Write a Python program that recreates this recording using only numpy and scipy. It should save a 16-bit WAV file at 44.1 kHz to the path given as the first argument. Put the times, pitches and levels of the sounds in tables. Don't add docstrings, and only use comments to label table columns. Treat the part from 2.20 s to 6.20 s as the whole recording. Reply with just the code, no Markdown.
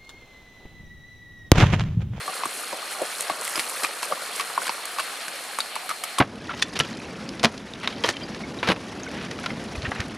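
import sys
import numpy as np
from scipy import signal
from scipy.fft import rfft, irfft
from scipy.io import wavfile
from scipy.ndimage import uniform_filter1d

SR = 44100
rng = np.random.default_rng(int(sys.argv[2]) if len(sys.argv) > 2 else 0)


def to_wav(sig):
    pcm = np.clip(np.atleast_2d(sig), -1, 1) * 32767
    pcm = np.round(pcm).astype(np.int16)
    wavfile.write(sys.argv[1], SR, pcm.T)


N = 176400
T = np.arange(N) / SR
HIT_T = T[:SR // 8]

# (time [s], hollow pitch [Hz], ring t60 [s], knock [dB], grit [dB], spray [dB])
HOOF_HITS = [ (.078, 1160, 0.051, -26, -36, -45), (0.2346, 1023, 0.018, -21.5, -32.5, -49),
             (0.255, 1130, 0.012, -23, -36, -31), (.527, 970, 0.05, -31, -34, -39),
             (0.8165, 545, 0.024, -16.5, -46, -34), (1.097, 775, 0.017, -22.5, -29.5, -47),
             (1.099, 1127, 0.046, -25.5, -37, -36), (1.356, 1350, 0.023, -31, -28, -33),
             (1.376, 1094, 0.016, -27.5, -28.5, -45), (1.3945, 1330, .015, -36, -21, -27),
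             (1.633, 1080, 0.027, -38, -25, -27), (1.642, 1226, 0.023, -22.5, -31, -34),
             (1.647, 1140, 0.0084, -22.5, -21.5, -34), (1.829, 990, 0.025, -26, -26.5, -34),
             (1.92, 580, 0.02, -25.5, -36, -53), (1.9222, 1194, 0.019, -18.5, -47, -52),
             (2.197, 1130, 0.037, -25, -25.5, -37), (2.208, 1304, 0.034, -28.5, -26.5, -33.5),
             (2.3766, 1057, 0.018, -15, -42, -36), (2.418, 1440, 0.016, -27.5, -38, -37),
             (2.468, 1030, 0.044, -31, -30.5, -32), (2.479, 1580, 0.015, -30, -30, -36),
             (2.4937, 974, 0.0075, -19.5, -25.5, -45), (2.785, 1140, 0.016, -23.5, -29.5, -38),
             (2.7941, 1390, 0.0092, -24, -32, -35), (2.7984, 1090, 0.033, -26, -25, -31.5),
             (3.081, 1540, .02, -31, -33, -34), (3.3867, 1080, 0.0055, -20.5, -32, -28.5),
             (3.404, 1380, 0.012, -29.5, -36, -30.5), (3.5549, 1230, 0.018, -30.5, -30, -33.5),
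             (3.562, 990, 0.013, -25, -39, -40), (3.6916, 1300, .02, -27, -31, -31),
             (3.702, 1300, 0.041, -27.5, -31, -42), (3.711, 1203, .025, -24, -31.5, -38),
             (3.837, 1270, 0.02, -28.5, -29, -27), (3.9814, 1310, 0.009, -28, -49, -51),
             (3.985, 1097, 0.062, -20, -24.5, -24.5)]
# (pitch [ratio], level [dB], t60 [ratio])
HOOF_MODES = [(1, 15.5, 0.89), (1.22, -10.5, 1), (.7, -9, 0.81)]
# (time [s], thud [dB], plunge [dB])
HEAVY_STEPS = [(.086, -46, -33), (0.257, -36.5, -48), (0.532, -43.5, -32), (0.815, -44, -27.5),
               (1.103, -41, -32.5), (1.376, -37, -39.5), (1.636, -41, -37), (1.921, -44, -25.5),
               (2.487, -43, -45)]
# (pitch [Hz], level [dB], t60 [s])
CLINK_MODES = [(3700, -3, 0.022), (3880, 0, 0.014), (4530, -3, 0.03)]
# (frequency [Hz], gain [dB])
GRIT_EQ = [(150, -15.5), (550, -4.5), (1400, -4.5), (2300, 5.5), (3200, -2), (4600, -2.5), (6000, -8),
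           (10000, -43)]
SPRAY_EQ = [(600, -55), (2500, -3.5), (5500, -5), (8000, 5), (10500, 4.5), (13000, -8.5), (15500, -28)]
# (time [s], level [dB])
STIR_LEVELS = [(0, -38), (.6, -38), (1.35, -35), (1.95, -36.5), (2.5, -37.5), (3.3, -39.5), (4, -50)]
# (time [s], length [s], level [dB])
LEG_SPLASHES = [(0.124, 0.078, -38), (0.29, 0.18, -38.5), (0.696, 0.057, -35.5), (0.83, 0.29, -38),
                (1.21, 0.27, -34.5), (1.442, 0.25, -37.5), (1.807, 0.059, -33.5), (2.13, 0.087, -38.5),
                (2.397, 0.094, -35)]
# (frequency [Hz], gain [dB])
GURGLE_EQ = [(80, -27.5), (520, -0.5), (800, -2), (1200, 9.5), (1900, 1)]
SPLATTER_EQ = [(200, -15), (1200, -2.5), (3600, 1.5), (5200, 4), (7000, -6.5)]
FIZZ_EQ = [(4000, -14), (8000, -0.5), (10000, 5), (12500, -2.5), (15500, -10.5)]
# (time [s], level [dB])
DROP_SLAPS = [(1.0077, -23), (1.212, -30.5), (1.251, -29.5), (1.278, -30), (1.497, -29), (2.162, -32),
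              (2.655, -29.5)]
# (time [s], pitch [Hz], level [dB])
BUBBLE_PLOPS = [(.086, 753, -29), (1.3565, 4970, -28), (1.647, 2460, -24)]
# (frequency [Hz], gain [dB])
CREEK_EQ = [(40, -56), (80, -25), (170, -12.5), (300, -7), (520, -5), (750, 3.5), (950, -6), (1250, -0.5),
            (1750, -1.5), (2250, -0.5), (3300, -4), (4500, -7), (6400, -13), (9500, -7.5), (13500, -19.5),
            (15500, -38)]
# (time [s], level [dB])
TRILL_LEVELS = [(.6, -45), (1.5, -48), (2.5, -45.5), (3.1, -46.5)]

RISE_CYCLES = 0.86
SNAP_RISE_S = 0.00033
CRACK_DB, CRACK_T60_S = 9, 0.0053
SLOSH_DB, SLOSH_LEAD_S = -13.5, 0.01
THUD_HZ, CLINK_S, CLINK_DB = 233, 3.4037, -21.5
PLOP_T60_S = 0.042


def hooves():
    out, t = np.zeros(N), HIT_T
    squeeze = np.minimum(t / SLOSH_LEAD_S, 1) ** 2 * fade(np.maximum(t - SLOSH_LEAD_S, 0), t60=0.082)
    for s, hz, t60, knock_db, grit_db, spray_db in HOOF_HITS:
        rattle_noise, grit_noise, water_noise, grain_noise, slosh_noise = rng.standard_normal((5, len(t)))
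        detunes = 1 + 0.33 * rng.standard_normal(len(HOOF_MODES))
        ring = sum(undb(db) * np.sin(2 * np.pi * hz * ratio ** detune * t) * fade(t, t60 * share)
                   for (ratio, db, share), detune in zip(HOOF_MODES, detunes))
        knock = band(ring * attack(t, RISE_CYCLES / hz) ** 2, hz / 2, 2 * hz)
        crunch = undb(2.5 * unit(uniform_filter1d(grain_noise, size=60))) * attack(t, SNAP_RISE_S)
        rattle = band(rattle_noise * crunch * fade(t, t60=0.053), 0.5 * hz, 1.4 * hz)
        bite = fade(t, t60=0.044) + undb(CRACK_DB) * fade(t, CRACK_T60_S)
        grit = colour(grit_noise, GRIT_EQ) * crunch * bite
        spray = colour(water_noise, SPRAY_EQ) * crunch * fade(t, t60=0.034)
        add(out, s, strike(knock, knock_db - 0.5) + strike(rattle, knock_db - 10.5))
        add(out, s, strike(grit, grit_db) + strike(spray, spray_db))
        slosh_hiss = unit(colour(slosh_noise, GRIT_EQ)) * undb(grit_db - 1)
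        slosh_body = unit(band(water_noise, 0.71 * hz, 2.1 * hz)) * undb(knock_db - 12)
        add(out, s - SLOSH_LEAD_S, (slosh_hiss + slosh_body) * squeeze * undb(SLOSH_DB))
    return out


def thuds():
    out, t = np.zeros(N), HIT_T
    for s, db, _ in HEAVY_STEPS:
        thud = band(rng.standard_normal(len(t)) * fade(t, t60=0.039), 0.7 * THUD_HZ, 1.36 * THUD_HZ)
        add(out, s, 2 * undb(db) * thud / np.abs(thud).max())
    return out


def shoe_clink():
    out, t = np.zeros(N), HIT_T
    ring = sum(undb(db) * np.sin(2 * np.pi * hz * t) * fade(t, t60) for hz, db, t60 in CLINK_MODES)
    add(out, CLINK_S, strike(ring * attack(t, SNAP_RISE_S), CLINK_DB))
    return out


def plunges(build_t60_s=0.098, tail_t60_s=0.14):
    swell = sum(undb(db) * fade(np.abs(T - s), np.where(T < s, build_t60_s, tail_t60_s))
                for s, _, db in HEAVY_STEPS)
    cloud = bubbles(480, 820, cycles=16.3, spread_db=2, glide=0.23, count=2000)
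    return unit(band(cloud, 424, 1150)) * swell


def wading():
    stir = undb(np.interp(T, *np.array(STIR_LEVELS).T))
    splash = np.sqrt(sum(undb(2 * db) * np.abs(np.sin(np.pi * np.clip((T - s) / length, 0, 1)))
                         for s, length, db in LEG_SPLASHES))
    gurgle = bubbles(424, 1670, cycles=13, spread_db=3.5, glide=0.2, count=2600)
    splatter = bubbles(1237, 6120, cycles=18, spread_db=3.5, glide=0.14, count=5500)
    fizz = bubbles(4500, 13000, cycles=7.1, spread_db=2.5, glide=0.05, count=9500)
    layers = [(gurgle, GURGLE_EQ, stir * undb(-4)),
              (splatter, SPLATTER_EQ, np.hypot(stir * undb(-4), splash * undb(-4.5))),
              (fizz, FIZZ_EQ, np.hypot(stir * undb(-5), splash))]
    return sum(unit(colour(cloud, eq)) * gain * undb(wander(rate_hz=24.99)) for cloud, eq, gain in layers)


def bubbles(lo_hz, hi_hz, cycles, spread_db, glide, count, width=0.77):
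    out = np.zeros((2, N))
    for when, pitch, size, life, pan in rng.random((count, 5)):
        hz = lo_hz * (hi_hz / lo_hz) ** pitch
        t60 = cycles * (0.5 + life) / hz
        t = T[:int(t60 * SR) + 2]
        size_db = spread_db * min(-np.log(1 - size), 4)
        chirp = undb(size_db) * np.sin(2 * np.pi * hz * t * (1 + glide * t / t60 / 2)) * fade(t, t60)
        for channel, gain in zip(out, stereo(1, (pan - 0.5) * width)):
            add(channel, when * N / SR, chirp * gain)
    return out


def drops():
    out, t = np.zeros(N), HIT_T
    for s, db in DROP_SLAPS:
        slap = colour(rng.standard_normal(len(t)), SPRAY_EQ) * fade(t, t60=0.012)
        add(out, s, strike(slap, db))
    for s, hz, db in BUBBLE_PLOPS:
        ring = np.sin(2 * np.pi * hz * t) * fade(t, PLOP_T60_S * np.sqrt(1000 / hz))
        add(out, s, strike(ring * attack(t, RISE_CYCLES / hz), db))
    return out


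def woods(steps, width=0.11, echo_db=-13.5):
    t = T[:SR // 2]
    tails = band(rng.standard_normal((2, len(t))), 210, 9900) * fade(t, t60=0.082) * attack(t, 0.0023)
    echo = np.array([signal.fftconvolve(steps, tail / np.linalg.norm(tail))[:N] for tail in tails])
    direct = stereo(steps, width * signal.hilbert(steps, 2 * N).imag[:N])
    return direct + undb(echo_db) * echo


def creek(level_db=-37, flicker_db=1.85):
    rush, edges_hz = 0, np.geomspace(40, 16000, 10)
    for lo, hi in zip(edges_hz, edges_hz[1:]):
        mid, side = band(rng.standard_normal((2, N)), lo, hi)
        width = 0.33 if hi > 1500 else 0.132
        rush = rush + stereo(mid, width * side) * undb(flicker_db * wander(rate_hz=21.964))
    return unit(colour(rush, CREEK_EQ)) * undb(level_db)


def insects(pitch_hz=4257, half_band_hz=140):
    mid, side = band(rng.standard_normal((2, N)), pitch_hz - half_band_hz, pitch_hz + half_band_hz)
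    return unit(stereo(mid, 0.5 * side)) * undb(np.interp(T, *np.array(TRILL_LEVELS).T))


def undb(db):
    return 10 ** (np.asarray(db) / 20)


def unit(x):
    return x / np.sqrt(np.mean(x ** 2))


def strike(x, db):
    return x * undb(db) / np.sqrt(np.mean(x[:SR // 200] ** 2))


def attack(t, rise_s):
    return 1 - np.exp(-t / rise_s)


def fade(t, t60):
    return np.exp(-np.log(1000) * t / t60)


def colour(x, eq):
    hz, db = np.array(eq).T
    bins_hz = np.fft.rfftfreq(x.shape[-1], 1 / SR)
    return irfft(rfft(x) * undb(np.interp(np.log(bins_hz + 1), np.log(hz), db)), x.shape[-1])


def band(x, lo_hz, hi_hz):
    sos = signal.butter(2, [lo_hz, min(hi_hz, SR / 2 - 1)], "band", fs=SR, output="sos")
    return signal.sosfilt(sos, x)


def wander(rate_hz):
    hold = int(SR / rate_hz)
    return unit(uniform_filter1d(np.repeat(rng.standard_normal(N // hold + 1), hold), hold)[:N])


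def stereo(mid, side):
    return np.array([mid + side, mid - side])


def add(out, s, x):
    i = int(s * SR)
    out[i:i + len(x)] += x[:max(N - i, 0)]


def scene():
    steps = hooves() + thuds() + shoe_clink() + drops()
    return woods(steps) + plunges() + wading() + creek() + insects()


def record(dry, low_cut_hz=125, high_cut_hz=15500):
    thin = signal.sosfilt(signal.butter(3, low_cut_hz, "high", fs=SR, output="sos"), dry)
    return signal.sosfilt(signal.ellip(10, 0.2, 80, high_cut_hz, fs=SR, output="sos"), thin)


dry = scene()
out = record(dry)
to_wav(out)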